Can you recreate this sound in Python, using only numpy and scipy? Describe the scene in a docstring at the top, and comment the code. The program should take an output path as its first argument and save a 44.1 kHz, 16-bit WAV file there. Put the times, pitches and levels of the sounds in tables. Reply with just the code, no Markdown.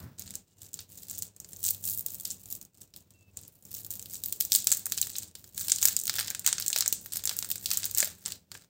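"""A plastic lollipop wrapper is twisted, crinkled and torn by fingers, close to a phone in a small quiet room.
Each crease radiates a spike and a dying puff of noise in four bands, singly or in swarms set off by squeezes.
Air pockets pop as decaying sines and the hand thuds as low noise bursts; far off, thin gliding tones whistle.
Shaped noise gives the room's air and low drone. The phone's noise suppressor follows the level and pulls
everything down whenever the wrapper rests."""
import sys
import numpy as np
from scipy import signal
from scipy.fft import rfft, irfft, next_fast_len
from scipy.io import wavfile
from scipy.ndimage import uniform_filter1d

SR = 44100
rng = np.random.default_rng(int(sys.argv[2]) if len(sys.argv) > 2 else 0)


def dump(signal):
    """Clip the signal to [-1, 1] and save it as 16-bit WAV at the path in sys.argv[1]."""
    limited = np.clip(np.atleast_2d(signal).T, -1, 1)
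    pcm = np.round(limited * 32767).astype(np.int16)
    wavfile.write(sys.argv[1], SR, pcm)


N = 383222

# Loud crease snaps, before reflections and microphone: (time [s], main crease level [dB],
# broad fold against main [dB], fine edge against main [dB])
CREASE_SNAPS = [(0.1857, -41.5, -17, -13), (0.1951, -38.5, -24, 1), (0.2772, -44, -12, -14),
                (0.3543, -33, -30, -5), (0.7322, -44, -20, 0), (0.7417, -37.5, -24, -5),
                (0.7905, -39, -6, -17), (1.0844, -45, -16, 2), (1.098, -35, -29, -8),
                (1.1063, -39, -20, -15), (1.1114, -35.5, -18, -2), (1.1819, -43, -28, 3),
                (1.189, -36.5, -27, 0), (1.2227, -32, -19, -1.5), (1.3639, -42.5, -19, -9),
                (1.4013, -36.5, -30, -7), (1.446, -42, -12, -11), (1.5324, -39.5, -18, -9),
                (1.563, -44.5, -22, -11), (1.6424, -33.5, -24.5, -3), (1.651, -31.5, -19, -13),
                (1.657, -34, -51.5, -4), (1.6617, -31.5, -26, -9), (1.671, -29.5, -28, -5),
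                (1.6878, -28, -35, -9), (1.8399, -34, -18, -2), (1.8539, -34.5, -25, -1),
                (1.874, -35, -25, -16), (1.898, -35, -33, 3), (1.9083, -42, -33, 3), (1.9475, -43, -29, 7),
                (1.9758, -41, -23, 8.5), (1.986, -44, -38, 9), (1.9938, -45, -25, 10.5),
                (2.0087, -45, -28, 9), (2.0632, -35.5, -20, 6.5), (2.0841, -39, -15, -10),
                (2.1375, -54.5, -3, 11), (2.253, -30.5, -15.5, -6), (2.3048, -33.5, -39, -6),
                (2.3114, -34, -41, -15), (2.5525, -38.5, -50, -3), (2.6138, -43, -40, -0.5),
                (2.627, -46, -42, -2), (2.6508, -46.5, -38, -3), (2.8115, -56.5, -20, 12),
                (2.818, -46, -37, -11), (2.9386, -48, -13, -5), (2.9627, -53.5, -11, 11.5),
                (3.1062, -47.5, -40, -2), (3.3717, -35.5, -26, -11), (3.4138, -52.5, -13, 7),
                (3.4796, -55.5, -17, 13.5), (3.6244, -49, -33, -3), (3.6521, -45.5, -38, 1),
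                (3.7419, -44, -26, 8.5), (3.7494, -39, -25, -2), (3.8476, -46, -15, 8.5),
                (3.8648, -49.5, -12, 9.5), (3.9061, -36, -21, 0), (3.9132, -39, -21, 4),
                (3.9258, -43, -11, 4), (3.9379, -46, -24, 7), (3.9547, -43.5, -13, 2),
                (3.9953, -40, -17, -4), (4.026, -39, -24, -2), (4.0585, -51, -7, 13),
                (4.144, -35.5, -42, -23), (4.2373, -37, -18, 5), (4.245, -39, -29, -56),
                (4.3253, -28.5, -22.5, 1.5), (4.4042, -34, -18, 7), (4.4086, -24.5, -22, 1),
                (4.4509, -36, -28, 6), (4.5201, -18.5, -32.5, -5), (4.5308, -25, -19.5, -4),
                (4.5397, -24.5, -38.5, -1.5), (4.5506, -17.5, -22.5, -5.5), (4.5595, -20, -34, 2),
                (4.644, -45, -27, 13), (4.671, -19.5, -13.5, -2), (4.7174, -18.5, -13.5, -2.5),
                (4.7247, -21.5, -17, -11), (4.8574, -32.5, -16, 0.5), (4.8664, -33, -6, -1),
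                (4.9214, -27.5, -9.5, 0.5), (4.977, -32, -9.5, -3), (4.9833, -37, -6.5, -3),
                (5.015, -23, -19.5, -3), (5.0274, -35, -12, 3), (5.0705, -40, -6, 3), (5.1545, -41, -2, -7),
                (5.1644, -34.5, -28, 0), (5.1842, -31.5, -19, -2), (5.232, -43.5, -8.5, 3.5),
                (5.3527, -42, -5.5, -1), (5.442, -42.5, -9, -6), (5.5783, -31, -8, -0.5),
                (5.6002, -40, -24, 5), (5.631, -39.5, -32, -12), (5.683, -32, -7.5, 2),
                (5.6976, -26.5, -15.5, -6), (5.7196, -16.5, -20.5, -18), (5.7609, -30.5, -29, -4),
                (5.7847, -32.5, -18, -8), (5.8282, -20.5, -5.5, -6), (5.8339, -32, -53, 6),
                (5.8544, -19, -16.5, 3), (5.8844, -27, -28.5, -19), (5.9657, -23, -21.5, -5.5),
                (5.99, -30, -39, -7), (5.9991, -30, -39, -6), (6.014, -36, -31, -2),
                (6.0366, -33.5, -40, -1), (6.0552, -33.5, -25, -3), (6.0697, -28, -20.5, -9),
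                (6.0783, -35, -5, 1), (6.0961, -28, -3, -2), (6.185, -40, 10, 4), (6.192, -35.5, 8, 5),
                (6.2091, -36.5, 1, 4.5), (6.2808, -36.5, -2, -6), (6.303, -32.5, -13, -1),
                (6.3092, -38, 5.5, -3), (6.3487, -29.5, -8, -10.5), (6.3946, -34, -22, -2.5),
                (6.447, -37, -1, -12), (6.4638, -20, -13, -5), (6.4754, -18, -6.5, -10),
                (6.4828, -32.5, 2, 0), (6.4893, -31, -7, -6), (6.5284, -22.5, -13, -13),
                (6.5825, -31.5, -2, -15), (6.5996, -38, -1, 8.5), (6.61, -35.5, -53, -7),
                (6.6236, -32, -13, -7), (6.663, -31, -27, -1.5), (6.681, -24.5, -45, 0),
                (6.7022, -29.5, -6, -12.5), (6.7297, -25, -13, -9), (6.7617, -26.5, 3, 3),
                (6.7771, -30, -14, -5), (6.7862, -25.5, -22.5, -0.5), (6.8076, -21.5, -12, -4.5),
                (6.8235, -28, -8.5, -19.5), (6.8608, -27, -5, -12), (6.8787, -21.5, -37, -6.5),
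                (6.9264, -18, -26.5, -4), (7.0602, -42.5, -1, 3.5), (7.122, -36.5, -15, -7),
                (7.1275, -40, -9.5, 1), (7.135, -35, -13, 5.5), (7.1583, -33, -7, -1),
                (7.1702, -32.5, -11.5, 5.5), (7.2384, -35.5, -6.5, -1), (7.2547, -26, -13, -1),
                (7.2743, -26.5, -10, -10), (7.2939, -25.5, -5.5, -8), (7.3123, -41.5, 7, -16),
                (7.3668, -38.5, -12, 5), (7.3893, -29, -29, -2), (7.4255, -33, -2.5, -5),
                (7.4462, -36.5, -5, -6), (7.5029, -28.5, -19.5, -3), (7.5146, -34, -18, 7.5),
                (7.5215, -36.5, -33, -5), (7.5573, -33.5, -12, -3), (7.5805, -40, -17, -13),
                (7.6588, -26.5, -19.5, -2), (7.7047, -31, -13, -1), (7.714, -29.5, -3, 1),
                (7.7328, -38, -7, 9.5), (7.7435, -37, -20, -4), (7.7725, -26.5, -33, 2),
                (7.8319, -33, -5.5, -26), (7.8426, -26.5, -12.5, -9), (7.855, -27.5, -40, 2),
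                (7.912, -36, -28, 2.5), (7.9487, -27.5, -24, -6), (7.9747, -29.5, -8, 4.5),
                (7.9828, -19, -23, -6), (8.0035, -19.5, -12.5, -11), (8.0196, -28, -40, -13),
                (8.0278, -30, 4.5, -2), (8.0456, -33, -22, 5), (8.254, -42, -3, -8),
                (8.2599, -27.5, -11, -16), (8.321, -35.5, -14, -5), (8.5169, -39.5, -3.5, -8.5),
                (8.5516, -57, 19.5, -5)]
# Four crease sizes, broad fold, middle, main, fine edge: (low edge [Hz], high edge [Hz],
# snap t60 [s], room t60 [s], room level against near sound [dB])
CREASE_SIZES = [(550, 3530, 0.015, 0.39, -10.5), (2710, 5630, 0.022, 0.32, -9.5),
                (5720, 9400, 0.012, 0.33, -13), (8850, 15200, 0.015, 0.11, -13)]
# Share of each crease size in the swarm, in the same order: (level [dB])
SWARM_SIZE_DB = (1, 0, -1.5, -1)
# Finger squeezes or twists, each setting off a swarm of small creases:
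# (time [s], hold [s], level [dB], fine edges against it [dB])
FINGER_SQUEEZES = [(0, 0.01, -54.5, 3.5), (.21, 0.12, -48, -4.5), (.485, 0.04, -55, -9),
                   (0.618, 0.067, -46, -2.5), (.79, 0.0091, -47, -1), (0.898, .19, -50.5, 1),
                   (1.14, 0.093, -44, -3.5), (1.41, 0.035, -56, -7), (1.48, 0.048, -49.5, 4),
                   (1.6, 0.022, -49, -1), (1.658, 0.032, -35, 5), (1.858, 0.057, -37, 7.5),
                   (2.08, 0.24, -48, 4.5), (2.3, 0.01, -42.5, -4), (2.4, 0.077, -53, 3.5),
                   (2.508, 0.013, -42.5, 4.5), (2.76, 0.035, -53.5, -4), (2.82, 0.0045, -53, -1),
                   (2.98, .01, -52.5, 0), (3.13, .1, -60, -5), (3.37, 0.086, -52, -8),
                   (3.52, .1, -62.5, 11), (3.68, 0.063, -51, 1), (3.76, 0.022, -41, 4),
                   (3.92, 0.12, -52, 5), (4.128, 0.0042, -37.5, 1.5), (4.26, 0.028, -43, 4),
                   (4.42, 0.015, -46.5, 9), (4.546, 0.004, -31, -0.5), (4.719, 0.015, -31.5, 1),
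                   (4.92, 0.13, -42, 0), (5.1, 0.15, -43.5, -7), (5.37, 0.34, -55.5, 2.5),
                   (5.588, 0.031, -35, -1), (5.71, 0.014, -32.5, -5), (5.839, 0.05, -30.5, -0.5),
                   (6.148, 0.11, -37, -3), (6.476, 0.0045, -35, -3), (6.6, 0.19, -47.5, 1),
                   (7.03, 0.044, -53.5, 6), (7.14, .04, -43, -9), (7.28, .2, -48.5, 4.5),
                   (7.62, 0.042, -46, 3.5), (7.7, 0.15, -39, -2.5), (7.992, 0.036, -33.5, -1),
                   (8.17, .06, -53.5, 0.5), (8.278, 0.02, -43.5, -2.5), (8.528, 0.071, -48.5, -6)]
# The foil comes loose, broad folds in the swarm: (time [s], level [dB])
LOOSE_FOIL = [(0, -5.5), (.5, -16.5), (2, -24), (4, -18.5), (5.5, -20), (6.2, -6.5), (7, -12.5), (8.69, -5)]
# Reflections from hands and table: (delay [s], level [dB])
NEAR_REFLECTIONS = [(.0023, -16.5), (.0043, -13.5), (.0075, -20)]
# Microphone response to the wrapper: (frequency [Hz], gain [dB])
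MICROPHONE_COLOUR = [(300, -5), (1100, -7), (1550, 2.5), (3000, -5.5), (3800, 1), (6000, 1.5), (7500, 7),
                     (9500, 0), (12000, -1), (15000, 11)]
# Air pockets giving way: (time [s], level [dB], frequency [Hz], t60 [s])
AIR_POPS = [(5.854, -51, 870, 0.0065), (6.9265, -29.5, 424, 0.0054), (8.0285, -29, 590, 0.028),
            (8.073, -43, 620, .04)]
# Hand in the sweets: (time [s], level [dB], centre frequency [Hz], t60 [s])
HAND_THUDS = [(0, -37, 130, 0.18), (.034, -39.5, 144, 0.47), (0.188, -62, 138, 0.22),
              (.256, -39.5, 122, 0.11), (0.299, -49, 150, 0.22)]
# Faint far whistles: (time [s], length [s], first pitch [Hz], last pitch [Hz], level [dB])
FAR_WHISTLES = [(.46, 0.18, 2900, 2840, -72), (3.132, 0.18, 2720, 2610, -60)]
# Spectrum of the room air: (frequency [Hz], relative density [dB per Hz])
ROOM_AIR = [(15, -24), (25, -34), (108, -0.5), (309, -6.5), (516, -10.5), (1160, -22.5), (2160, -26),
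            (2610, -21.5), (3250, -23.5), (5880, -23.5), (7110, -26.5), (11600, -30), (16000, -17.5)]
# Wavering drone: (centre frequency [Hz], Gaussian width [Hz], level [dB])
ROOM_HUM = [(56.4, 7.7, -70), (83.3, 4.6, -64.5), (99.9, 2.2, -61), (161.7, 9.2, -69), (192.3, 11, -65.5)]

# The middle crease lies between the broad fold and the main one, with random scatter
MIDDLE_SHARE, MIDDLE_DB, MIDDLE_SCATTER_DB = 0.48, 1.37, 6
SWARM_CREASES_PER_S = 500
SWELL_DB_PER_S, SETTLE_DB_PER_S = 332, 228  # build-up before a squeeze, decay after it
CLICK = 7.25  # one-sample flip of a crease, against the noise after it
SPIKE_T60_S, SPIKE_RISE_S = 0.0008, 0.00011
ROOM_DELAY_SAMPLES = 300
WHISTLE_EDGE_S = 0.017
LOW_CUT_HZ, TOP_HZ = 40, 16000


def amp(db):
    """Decibel law: amplitude grows tenfold every 20 dB."""
    return 10 ** (np.asarray(db) / 20)


def unit(x):
    """Normalization to unit root-mean-square amplitude."""
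    return x / np.sqrt(np.mean(x ** 2) + 1e-20)


def along(points, hz):
    """Linear interpolation of (frequency, value) points on a logarithmic frequency axis."""
    f, v = np.transpose(points)
    return np.interp(np.log(hz + 1), np.log(f + 1), v)


def filtered(x, response):
    """Linear filtering: the spectrum is multiplied by a frequency response."""
    m = next_fast_len(N + SR // 4)
    spectrum = rfft(x, m) * response(np.fft.rfftfreq(m, 1 / SR))
    return irfft(spectrum, m)[:N]


def band(x, lo_hz, hi_hz):
    """Causal band-pass, with gain restoring the power white noise loses outside the band."""
    sos = signal.butter(3, [lo_hz, min(hi_hz, SR * .45)], "band", fs=SR, output="sos")
    return signal.sosfilt(sos, x) * np.sqrt(SR / 2 / (hi_hz - lo_hz))


def fading(power, t60):
    """Exponential energy decay: power falls 60 dB in t60, its sum conserved."""
    keep = amp(-120 / (t60 * SR))
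    return np.abs(signal.lfilter([1 - keep], [1, -keep], power))


def wrapper():
    """Buckling film: creases release impulsive noise, reflected nearby and reverberated by the room."""
    s, main_db, fold_db, edge_db = np.transpose(CREASE_SNAPS)
    scatter_db = MIDDLE_SCATTER_DB * rng.standard_normal(len(s))
    middle_db = MIDDLE_DB + MIDDLE_SHARE * fold_db + scatter_db
    snap_db = main_db + np.array([fold_db, middle_db, 0 * s, edge_db])

    # Columns drawn: time, overall size, then one spread for each crease size
    draw = rng.random((int(SWARM_CREASES_PER_S * N / SR), 6))
    when = draw[:, 0] * N / SR
    level_db, bright_db = squeezes(when)
    size_db = level_db - 5.29 * np.log(draw[:, 1] + 0.018) - 14.5  # many small, few large

    out = np.zeros(N)
    for k, (lo_hz, hi_hz, t60, room_t60, room_db) in enumerate(CREASE_SIZES):
        swarm_db = size_db + SWARM_SIZE_DB[k] + 9 * (draw[:, 2 + k] - .5)
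        if k < 2:  # the two lower bands follow the loosening foil, the second less strongly
            loose_db = np.interp(when, *np.transpose(LOOSE_FOIL))
            swarm_db = swarm_db + loose_db / (1 + 1.85 * k)
        if k == 3:
            swarm_db = swarm_db + bright_db
        near = bursts(s, snap_db[k], t60, spike=5.7, length=1000)
        near += bursts(when, swarm_db, 0.49 * t60, spike=0.35, length=256)
        near = near + sum(amp(db) * np.pad(near, (round(d * SR), 0))[:N] for d, db in NEAR_REFLECTIONS)

        # Diffuse reverberation: noise whose power follows the delayed, fading near sound
        delayed = np.pad(near, (ROOM_DELAY_SAMPLES, 0))[:N]
        room = rng.standard_normal(N) * np.sqrt(fading(delayed ** 2, room_t60))
        out += band(near + amp(room_db) * room, lo_hz, hi_hz)
    return filtered(out, lambda hz: amp(along(MICROPHONE_COLOUR, hz)))


def bursts(s, db, t60, spike, length):
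    """Impulsive release: a quick spike and dying noise, scaled by the level of the first 2 ms."""
    t = np.arange(length) / SR
    decay = amp(-60 * t / t60) + spike * amp(-60 * t / SPIKE_T60_S)
    rise = 1 - np.exp(-t / SPIKE_RISE_S)
    shape = rng.standard_normal((len(s), length)) * decay * rise
    shape[:, 2] += CLICK * spike / (1 + spike)
    shape /= np.sqrt(np.mean(shape[:, :SR // 500] ** 2, axis=1, keepdims=True))
    at = np.round(np.asarray(s) * SR).astype(int)[:, None] + np.arange(length)
    pressure = shape * amp(db)[:, None]
    return np.bincount(at.ravel(), pressure.ravel(), N + SR)[:N]


def squeezes(when):
    """Power summation of all squeezes, giving swarm level and power-weighted fine-edge level."""
    s, hold, db, edge_db = np.transpose(FINGER_SQUEEZES)[:, :, None]
    early = np.maximum(s - when, 0)
    late = np.maximum(when - s - hold, 0)
    envelope_db = db - SWELL_DB_PER_S * early - SETTLE_DB_PER_S * late
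    power = amp(2 * envelope_db) + 1e-30
    total = power.sum(0)
    return 10 * np.log10(total), (power * edge_db).sum(0) / total


def pops():
    """Damped resonance: each air pocket in the folded foil gives one short decaying sine."""
    out, t = np.zeros(N), np.arange(SR // 10) / SR
    for s, db, hz, t60 in AIR_POPS:
        swing = amp(db - 60 * t / t60) * np.sin(2 * np.pi * hz * t)
        out[round(s * SR):][:len(t)] -= swing
    return out


def thuds():
    """Damped soft impact: the hand in the heap gives low noise bumps and a fading rub on packets."""
    out, t = np.zeros(N), np.arange(SR // 3) / SR
    for s, db, hz, t60 in HAND_THUDS:
        # The first half of the noise lets the filter settle
        push = band(rng.standard_normal(2 * len(t)), 0.57 * hz, 1.51 * hz)[len(t):]
        rise = (1 - np.exp(-t / 0.0017)) ** 2
        out[round(s * SR):][:len(t)] += amp(db - 60 * t / t60) * rise * push
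    rub = band(rng.standard_normal(len(t)), 270, 1740)
    out[:len(t)] += amp(-54.0 - 60 * t / 0.71) * rub
    return out


def whistles():
    """Linear frequency sweep: the phase integrates a gliding pitch under soft ends."""
    out, t = np.zeros(N), np.arange(N) / SR
    for s, length, first_hz, last_hz, db in FAR_WHISTLES:
        u = np.clip(t - s, 0, length)
        soft = np.clip(np.minimum(u, length - u) / WHISTLE_EDGE_S, 0, 1)
        cycles = (first_hz + (last_hz - first_hz) * u / (2 * length)) * u
        out += amp(db) * soft * np.sin(2 * np.pi * cycles)
    return out


def room_tone():
    """Spectral shaping of random noise: broad air, and narrow bands whose beating wavers."""
    air = filtered(rng.standard_normal(N), lambda hz: amp(along(ROOM_AIR, hz)))
    out = amp(-57) * unit(air)
    for hz, width, db in ROOM_HUM:
        drone = filtered(rng.standard_normal(N), lambda f: np.exp(-.5 * ((f - hz) / width) ** 2))
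        out += amp(db) * unit(drone)
    return out


def scene():
    """Superposition: the pressures of all sources add."""
    return (wrapper() + pops() + thuds() + whistles() + room_tone())[None]


def record(dry):
    """Level-dependent gain: opens at once on loud sound, sinks in pauses; then saturation and band limits."""
    heard = uniform_filter1d(fading(dry[0] ** 2, 0.19), size=300)
    level_db = 10 * np.log10(np.abs(heard) + 1e-12)
    gain_db = -16 / (0.5 + np.exp((level_db + 52.5) / 4))
    gated = dry[0] * amp(gain_db)
    rounded = gated / (1 + np.abs(gated / .9) ** 4) ** (1 / 4)  # the loudest peaks round off

    def passband(hz):
        """Band limitation: a steep upper edge and a gentler low cut."""
        upper = np.exp(-np.minimum(hz / TOP_HZ, 1.1) ** 100)
        return upper * (1 - np.exp(-(hz / LOW_CUT_HZ) ** 4))

    return filtered(rounded, passband)[None]


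dry = scene()
out = record(dry)
dump(out)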